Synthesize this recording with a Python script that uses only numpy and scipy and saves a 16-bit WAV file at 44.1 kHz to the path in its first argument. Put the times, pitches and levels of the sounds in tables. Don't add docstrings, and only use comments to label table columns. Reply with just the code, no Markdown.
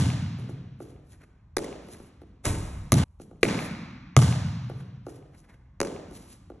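import sys
import numpy as np
from scipy import signal
from scipy.fft import rfft, irfft
from scipy.io import wavfile
from scipy.ndimage import uniform_filter1d

SR = 44100
rng = np.random.default_rng(int(sys.argv[2]) if len(sys.argv) > 2 else 0)


def bounce(signal):
    frames = np.transpose(np.atleast_2d(signal))
    limited = np.clip(frames, -1, 1)
    pcm = np.round(limited * 32767).astype(np.int16)
    wavfile.write(sys.argv[1], SR, pcm)


N = 291041
SIZE, LEAD_S, CUT_S = 2 ** 19, .1, 3.0415

# (time [s], level [dB], bass [dB], body [dB], mid [dB], treble [dB], hall [dB], spot)
BOUNCES = [(-.058, -10, -6.5, -5.5, -13, 1.5, 5, "near"), (2.9199, -5.5, -7, -4.5, -11.5, -1, 2.5, "hoop"),
           (4.1652, -4.5, -2.5, -7, -7, 6.5, -3, "near")]
# (frequency [Hz], level [dB])
BOUNCE_SPECTRUM = [(40, 12), (80, 29), (120, 28), (170, 25), (260, 16), (400, 9.5), (600, 11.5),
                   (950, 10.5), (1200, 3.5), (1500, 6), (2200, -4), (3500, -5.5), (7000, -7.5),
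                   (12000, -11.5)]
# (frequency [Hz], level [dB], rise [ms])
BOUNCE_RINGS = [(138.4, 2.5, 8.5), (262.2, -6.5, 4), (432.5, -10.5, 1.5), (674, -4.5, 1), (1186, -1, 1.1),
                (2120, -15, 0.67)]
def bounces(buses):
    for s, db, *tilt_db, hall_db, spot in BOUNCES:
        blow = impact(BOUNCE_SPECTRUM, BOUNCE_RINGS, tilt_db, spot, spread=.045)
        place(buses, s, undb(db) * blow, spot, hall_db)


# (time [s], level [dB], spot)
SLAPS = [(3.4305, -6.5, "held")]
# (frequency [Hz], level [dB])
SLAP_SPECTRUM = [(60, 2), (150, 10.5), (250, 10.5), (420, 3), (700, 2), (1000, -1.5), (1600, -3),
                 (2350, -1), (3000, -7.5), (4000, -5), (6000, -8), (12000, -17)]
# (frequency [Hz], level [dB], rise [ms])
SLAP_RINGS = [(460, -9, 0.93), (569.5, -5.5, 0.98), (2420, 1, 0.28), (3807, -7, 0.16)]
def slaps(buses):
    for s, db, spot in SLAPS:
        blow = impact(SLAP_SPECTRUM, SLAP_RINGS, (0, 0, 0, 0), spot, spread=.03)
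        place(buses, s, undb(db) * blow, spot)


# (time [s], level [dB], bass [dB], mid [dB], treble [dB], spot)
RELEASES = [(1.567, -18.5, -1, 0, 0.5, "first shot"), (5.8028, -21.5, 4.5, 4, 3, "second shot")]
# (frequency [Hz], level [dB])
RELEASE_SPECTRUM = [(60, -2.5), (150, 7), (250, 9.5), (400, 16.5), (600, 12), (900, 2), (1500, -6),
                    (2500, -3.5), (4000, -6), (7000, -6), (12000, -12.5)]
# (frequency [Hz], level [dB], rise [ms])
RELEASE_RINGS = [(402, 2.5, 1.17), (563, -12, 5.5), (1980, 1.5, 0.13)]
def releases(buses):
    for s, db, bass_db, mid_db, treble_db, spot in RELEASES:
        tilt_db = (bass_db, mid_db, mid_db, treble_db)
        blow = impact(RELEASE_SPECTRUM, RELEASE_RINGS, tilt_db, spot, spread=.045)
        place(buses, s, undb(db) * blow, spot)


# (time [s], level [dB], bass [dB], mid [dB], treble [dB], hall [dB])
STEPS = [(0.385, -53, 19.5, 7.5, 12, 9.5), (0.491, -37.5, 6, -1.5, -6, -0.5),
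         (0.802, -36, -8, 0, -2.5, 1.5), (1.885, -40, -10, -1.5, -1, 0),
         (1.999, -40.5, 13.5, -4, -18, -10.5), (2.216, -44, 8, -1, -2, -2),
         (3.198, -41.5, 14.5, 0, -3, -1.5), (3.311, -45, -4, -0.5, -9, -4.5),
         (4.6966, -38.5, 8, 5.5, -1.5, -3), (5.0654, -34.5, -8.5, 2, -3, 0), (6.111, -39, 4, -4, -14, -3),
         (6.5, -38.5, -2, 0.5, -7, -3), (6.543, -57, 11, 2, -5, -5.5)]
# (frequency [Hz], level [dB])
STEP_SPECTRUM = [(50, -6), (120, 6.5), (300, 17), (500, 12.5), (1000, -3), (2000, -6), (4000, -10.5),
                 (12000, -19)]
# (frequency [Hz], level [dB], rise [ms])
STEP_RINGS = [(440, 4, 1.1), (710, -4, 1.5), (1290, -8.5, 0.7)]
def steps(buses):
    for s, db, weight_db, knock_db, hard_db, hall_db in STEPS:
        tilt_db = (weight_db, 0, knock_db, hard_db)
        blow = impact(STEP_SPECTRUM, STEP_RINGS, tilt_db, "underfoot", spread=.07)
        place(buses, s, undb(db) * blow, "underfoot", hall_db)


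# (frequency [Hz], gain [dB])
DIRECT_PATH = [(150, -14.5), (400, 5)]
FACING_DB = {"near": (-5.5, -14.5), "hoop": (-2, 4), "held": (-7.5, -10.5), "first shot": (0.5, -2.5),
             "second shot": (2.5, -4), "underfoot": (-7.5, -4.5)}
SKIN_S, SKIN_HZ, RING_HALL_DB = 0.00051, 3030, -17
def impact(spectrum, rings, tilt_db, spot, spread, size=8192):
    hz = np.arange(size // 2 + 1) * SR / size
    ms = np.arange(size) / SR * 1000
    trail = np.exp(-4j * np.pi * spread * np.sqrt(hz))
    click = causal_filter(spectrum, size) * trail
    click /= np.abs(irfft(click)).max()
    modes = sum(ring(ms / 1000, f, db, rise_ms / 1000) for f, db, rise_ms in rings)
    ringing = trail * rfft(modes)
    sharp = 1 / (1 + (hz / SKIN_HZ) ** 4)
    skin = sharp + (1 - sharp) * rfft(scatter(SKIN_S), size)
    facing = [(f, DIRECT_PATH[-1][1] + db) for f, db in zip((5500, 9500), FACING_DB[spot])]
    direct = click * skin * causal_filter(DIRECT_PATH + facing, size) + ringing
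    feed = click + undb(RING_HALL_DB) * ringing
    bass, body, mid, treble = tilt_db
    tilt = [(170, bass), (290, body), (480, mid), (1200, mid), (2500, treble / 2), (6000, treble)]
    return irfft(np.array([direct, feed]) * causal_filter(tilt, size))[:, :size * 3 // 4]


ECHO_LAGS_MS = {"near": (2.4, 8.5, 24, 51, 58), "hoop": (3.4, 9, 20, 62), "held": (2.5, 15, 21, 55),
                "first shot": (2.5, 15, 22, 75), "second shot": (11.3, 27, 45, 67),
                "underfoot": (3.5, 17, 35, 55)}
ECHO_GAINS_DB = {"near": (-12, -12.5, -14.5, -17.5, -15.5), "hoop": (-9, -7.5, -7.5, -13.5),
                 "held": (-3, -18.5, -17, -17), "first shot": (2, -7.5, -10.5, -13),
                 "second shot": (-0.5, -10, -12, -16), "underfoot": (-4.5, -7, -18, -17)}
PANEL_BAND_HZ, SMEAR_PER_LAG = (1500, 10500), .06
def place(buses, s, blow, spot, hall_db=0):
    direct, feed = blow
    near, send = buses[:, int(s > CUT_S)]
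    add(near, s, direct)
    add(send, s, feed * undb(hall_db))
    lows = signal.sosfilt(signal.butter(2, 700, fs=SR, output="sos"), direct)
    highs = signal.sosfilt(signal.butter(1, PANEL_BAND_HZ, "band", fs=SR, output="sos"), direct - lows)
    for k, (ms, db) in enumerate(zip(ECHO_LAGS_MS[spot], ECHO_GAINS_DB[spot])):
        scattered = lows + np.convolve(highs, scatter(SMEAR_PER_LAG * ms / 1000))[:len(direct)]
        add(near, s + ms / 1000, undb(db) * (scattered if k else direct))


# (frequency [Hz], level [dB])
NET_SPECTRUM = [(200, 0), (500, 7), (1500, -2), (2400, -3), (3200, -6), (6000, -5.5), (8500, -0.5),
                (11000, -10), (12600, -14), (13200, -31)]
NET_S, NET_RISE_S, FLICK_DB = 2.454, 0.0087, 3
def net():
    rush = envelope(NET_S, db=-29.5, rise_s=NET_RISE_S, fall_s=0.061)
    swing = envelope(NET_S, db=-39, rise_s=NET_RISE_S, fall_s=0.3)
    flicks = uniform_filter1d(np.repeat(rng.standard_normal(SIZE // 64), 64), size=32)
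    return (rush + swing) * undb(FLICK_DB * flicks) * noise(NET_SPECTRUM)[0]


# (centre [Hz], half-width [Hz], level [dB], t60 [s])
HOOP_BANDS = [(32.9, 5.8, -39.5, 2.5), (57, 24, -40.5, 6.9), (112, 74, -27.5, 0.6), (208, 230, -33, 0.53)]
HOOP_S, HOOP_RISE_S = 2.462, 0.0027
def hoop():
    t = np.arange(SR) / SR
    hz = np.arange(SR // 2 + 1)
    shudder = 0
    for centre_hz, width_hz, db, t60_s in HOOP_BANDS:
        band = irfft(rfft(rng.standard_normal(SR)) * np.exp(-((hz - centre_hz) / width_hz) ** 2))
        shudder += band / band.std() * undb(db - 60 * t / t60_s)
    thump = ring(t, hz=96.5, db=-29.5, rise_s=0.017)
    return shudder * (1 - np.exp(-t / HOOP_RISE_S)) + thump


# (peak time [s], level [dB], rise per 20 dB [s])
SCUFFS = [(0.394, -61.5, 0.0061), (0.501, -63, 0.024), (0.825, -58, 0.028), (.905, -66, 0.066),
          (1.123, -59, 0.057), (1.927, -50, 0.037), (2.07, -65.5, 0.64), (3.216, -58, 0.02),
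          (3.658, -47, 0.22), (4.81, -67, 0.18), (5.095, -56, 0.031), (5.162, -62, 0.052),
          (5.391, -61.5, 0.057), (6.163, -52, 0.055), (6.229, -61.5, 0.093), (6.329, -53, 0.11)]
# (frequency [Hz], level [dB])
SCUFF_SPECTRUM = [(300, -18.5), (1000, -4), (3000, -1.5), (6000, 1.5), (11500, 0.5), (13000, -9)]
def scuffs():
    slips = np.repeat(rng.exponential(size=SIZE // 64), 64)
    grain = undb(2.5 * uniform_filter1d(slips, 64))
    grain /= np.sqrt(np.mean(grain ** 2))
    swells = sum(envelope(*row, fall_s=0.047) for row in SCUFFS)
    return grain * swells * noise(SCUFF_SPECTRUM)[0]


# (peak time [s], level [dB], fall per 20 dB [s])
RASPS = [(1.136, -57.5, 0.04), (1.22, -53, 0.0055), (1.238, -53, 0.017), (1.95, -47.5, 0.0055),
         (2.224, -61.5, 0.011), (4.808, -51.5, 0.014), (5.101, -54, 0.0092), (5.35, -54, 0.012),
         (5.448, -58, 0.018), (5.4955, -54, 0.052), (5.5434, -58, 0.017)]
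# (frequency [Hz], level [dB])
RASP_SPECTRUM = [(500, 1), (1200, -5.5), (2000, -2), (3000, -15), (6000, -21), (12000, -23.5)]
def rasps():
    bursts = sum(envelope(s, db, rise_s=0.02, fall_s=fall_s) for s, db, fall_s in RASPS)
    return bursts * noise(RASP_SPECTRUM)[0]


# (frequency [Hz], t60 [s], level [dB])
# the last row is a treble cut above about 12.5 kHz, not the hall's decay
HALL_BANDS = [(40, 0.28, -5.5), (67.6, 0.8, 0.5), (116, 1.83, -0.5), (184, 1.77, -1), (234, 1.75, -2),
              (392, 0.81, -0.5), (660, 1, -3), (1090, 1.53, -4), (2080, 1.69, -9.5), (4200, 1.306, -8.5),
              (7280, 0.78, -6), (7960, 0.63, -2), (12420, 0.23, -4.5), (13000, .2, -27.5)]
# (lag [ms], gain [dB])
FAR_WALLS = [(95, -16), (114, -19)]
TAIL_DB, TAIL_RISE_S, CLUMP_DB, CLUMP_FADE_S = -29, 0.0015, 5, 0.094
FIRST_WALLS_S, THIN_DB = .049, -4
FLUTTER_TRIP_MS, FLUTTER_DB, TRIP_LOSS_DB = 159.5, -17, 8
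def hall():
    size = 2 ** 17
    t = np.arange(size) / SR
    clumps = uniform_filter1d(np.repeat(rng.exponential(size=size // 128), 128), size=64) - 1
    clumping = undb(CLUMP_DB * clumps * np.exp(-t / CLUMP_FADE_S))
    diffuse = rfft(rng.standard_normal((2, size)) * clumping)
    response = 0
    for k, (hz, t60_s, db) in enumerate(HALL_BANDS):
        band = curve([(row[0], j == k) for j, row in enumerate(HALL_BANDS)], size)
        thin_db = THIN_DB * (t < FIRST_WALLS_S) * (hz > 500)
        response += irfft(diffuse * band) * undb(db - 60 * t / t60_s + thin_db)
    response *= undb(TAIL_DB) * (1 - np.exp(-t / TAIL_RISE_S))
    flutter = [((k + 1) * FLUTTER_TRIP_MS, FLUTTER_DB - TRIP_LOSS_DB * k) for k in range(5)]
    for ms, db in flutter + FAR_WALLS:
        i = int(ms / 1000 * SR)
        echo = uniform_filter1d(uniform_filter1d(scatter(0.0018), 4), 4)
        response[0, i:i + len(echo)] += undb(db) * echo
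    return rfft(response, SIZE)


# (frequency [Hz], relative density [dB])
VENT_SPECTRUM = [(15, -76), (25, -38), (35, -10.5), (49, 1), (86, -1), (124, -5.5), (147, -7), (332, -32),
                 (543, -37), (1110, -33), (1250, -40), (1730, -47), (9000, -61.5), (11700, -106)]
VENT_DB = -53.5
def ventilation():
    return noise(VENT_SPECTRUM, channels=2) * undb(VENT_DB)


def undb(db):
    return 10 ** (np.asarray(db) / 20)


def curve(table, size):
    hz = np.maximum(np.arange(size // 2 + 1) * SR / size, 1)
    knots_hz, values = np.transpose(table)
    return np.interp(np.log(hz), np.log(knots_hz), values)


def causal_filter(table, size):
    cepstrum = irfft(curve(table, size) * np.log(10) / 20)
    cepstrum[1:size // 2] *= 2
    cepstrum[size // 2 + 1:] = 0
    return np.exp(rfft(cepstrum))


def noise(spectrum, channels=1):
    x = irfft(rfft(rng.standard_normal((channels, SIZE))) * undb(curve(spectrum, SIZE)))
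    return x / x.std()


def ring(t, hz, db, rise_s):
    return undb(db) * t / rise_s * np.exp(1 - t / rise_s) * np.sin(2 * np.pi * hz * t)


def scatter(decay_s):
    t = np.arange(900) / SR
    burst = rng.standard_normal(len(t)) * np.exp(-t / decay_s)
    return burst / np.sqrt(np.sum(burst ** 2))


def envelope(peak_s, db, rise_s, fall_s):
    gain, t = np.zeros(SIZE), np.arange(-SR // 4, SR) / SR
    add(gain, peak_s + t[0], undb(db - 20 * np.maximum(-t / rise_s, t / fall_s)))
    return gain


def add(track, s, x):
    i = int((s + LEAD_S) * SR)
    track[i:i + len(x)] += x


# (frequency [Hz], left lead [rad])
PORT_PHASE = [(0, 0), (2240, .35), (3000, .9), (4100, 1.2), (4800, 3), (5700, 6.1), (7000, 7.4),
              (8500, 9.1), (9500, 9.7), (10300, 10.4), (11250, 11.1), (12300, 12.4), (14200, 12.9)]
# (frequency [Hz], side gain [ratio])
SIDE_GAIN = [(100, .015), (250, .07), (600, .55), (1500, .42), (3000, .45), (5000, .36), (10000, .2)]
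def stereo(mid, side):
    mid, side = rfft(mid), rfft(side) * curve(SIDE_GAIN, SIZE)
    hz = np.arange(SIZE // 2 + 1) * SR / SIZE
    turn = np.exp(.5j * np.interp(hz, *np.transpose(PORT_PHASE)))
    return irfft(np.array([(mid + side) * turn, (mid - side) / turn]))


RUB_HALL_DB, CUT_FADE_S = -7.5, 0.0058
def scene():
    buses = np.zeros((2, 2, SIZE))
    bounces(buses)
    slaps(buses)
    releases(buses)
    steps(buses)
    near, send = buses
    t = np.arange(SIZE) / SR - LEAD_S
    rubbing = (scuffs() + rasps() + net()) * np.array([t < CUT_S, t >= CUT_S])
    add(rubbing[0], HOOP_S, hoop())
    hall_mid, hall_side = hall()
    air_mid, air_side = ventilation()
    feed = rfft(send + undb(RUB_HALL_DB) * rubbing)
    mid = irfft(feed * hall_mid) + near + rubbing
    side = irfft(feed * hall_side)
    fade = np.clip((CUT_S - t) / CUT_FADE_S, 0, 1)
    mix = stereo(fade * mid[0] + mid[1] + air_mid, fade * side[0] + side[1] + air_side)
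    return mix[:, int(LEAD_S * SR):][:, :N]


# (frequency [Hz], gain [dB])
PORT_RESONANCE = [(7000, 0), (8500, 2), (10600, 9), (11700, -2), (12400, -16), (15000, -28)]
CEILING, LOWPASS_HZ = .95, 14650
def record(dry):
    heard = irfft(rfft(dry, SIZE) * causal_filter(PORT_RESONANCE, SIZE))[:, :N]
    rounded = heard / (1 + np.abs(heard / CEILING) ** 4) ** .25
    return signal.sosfilt(signal.ellip(8, .2, 70, LOWPASS_HZ, fs=SR, output="sos"), rounded)


dry = scene()
out = record(dry)
bounce(out)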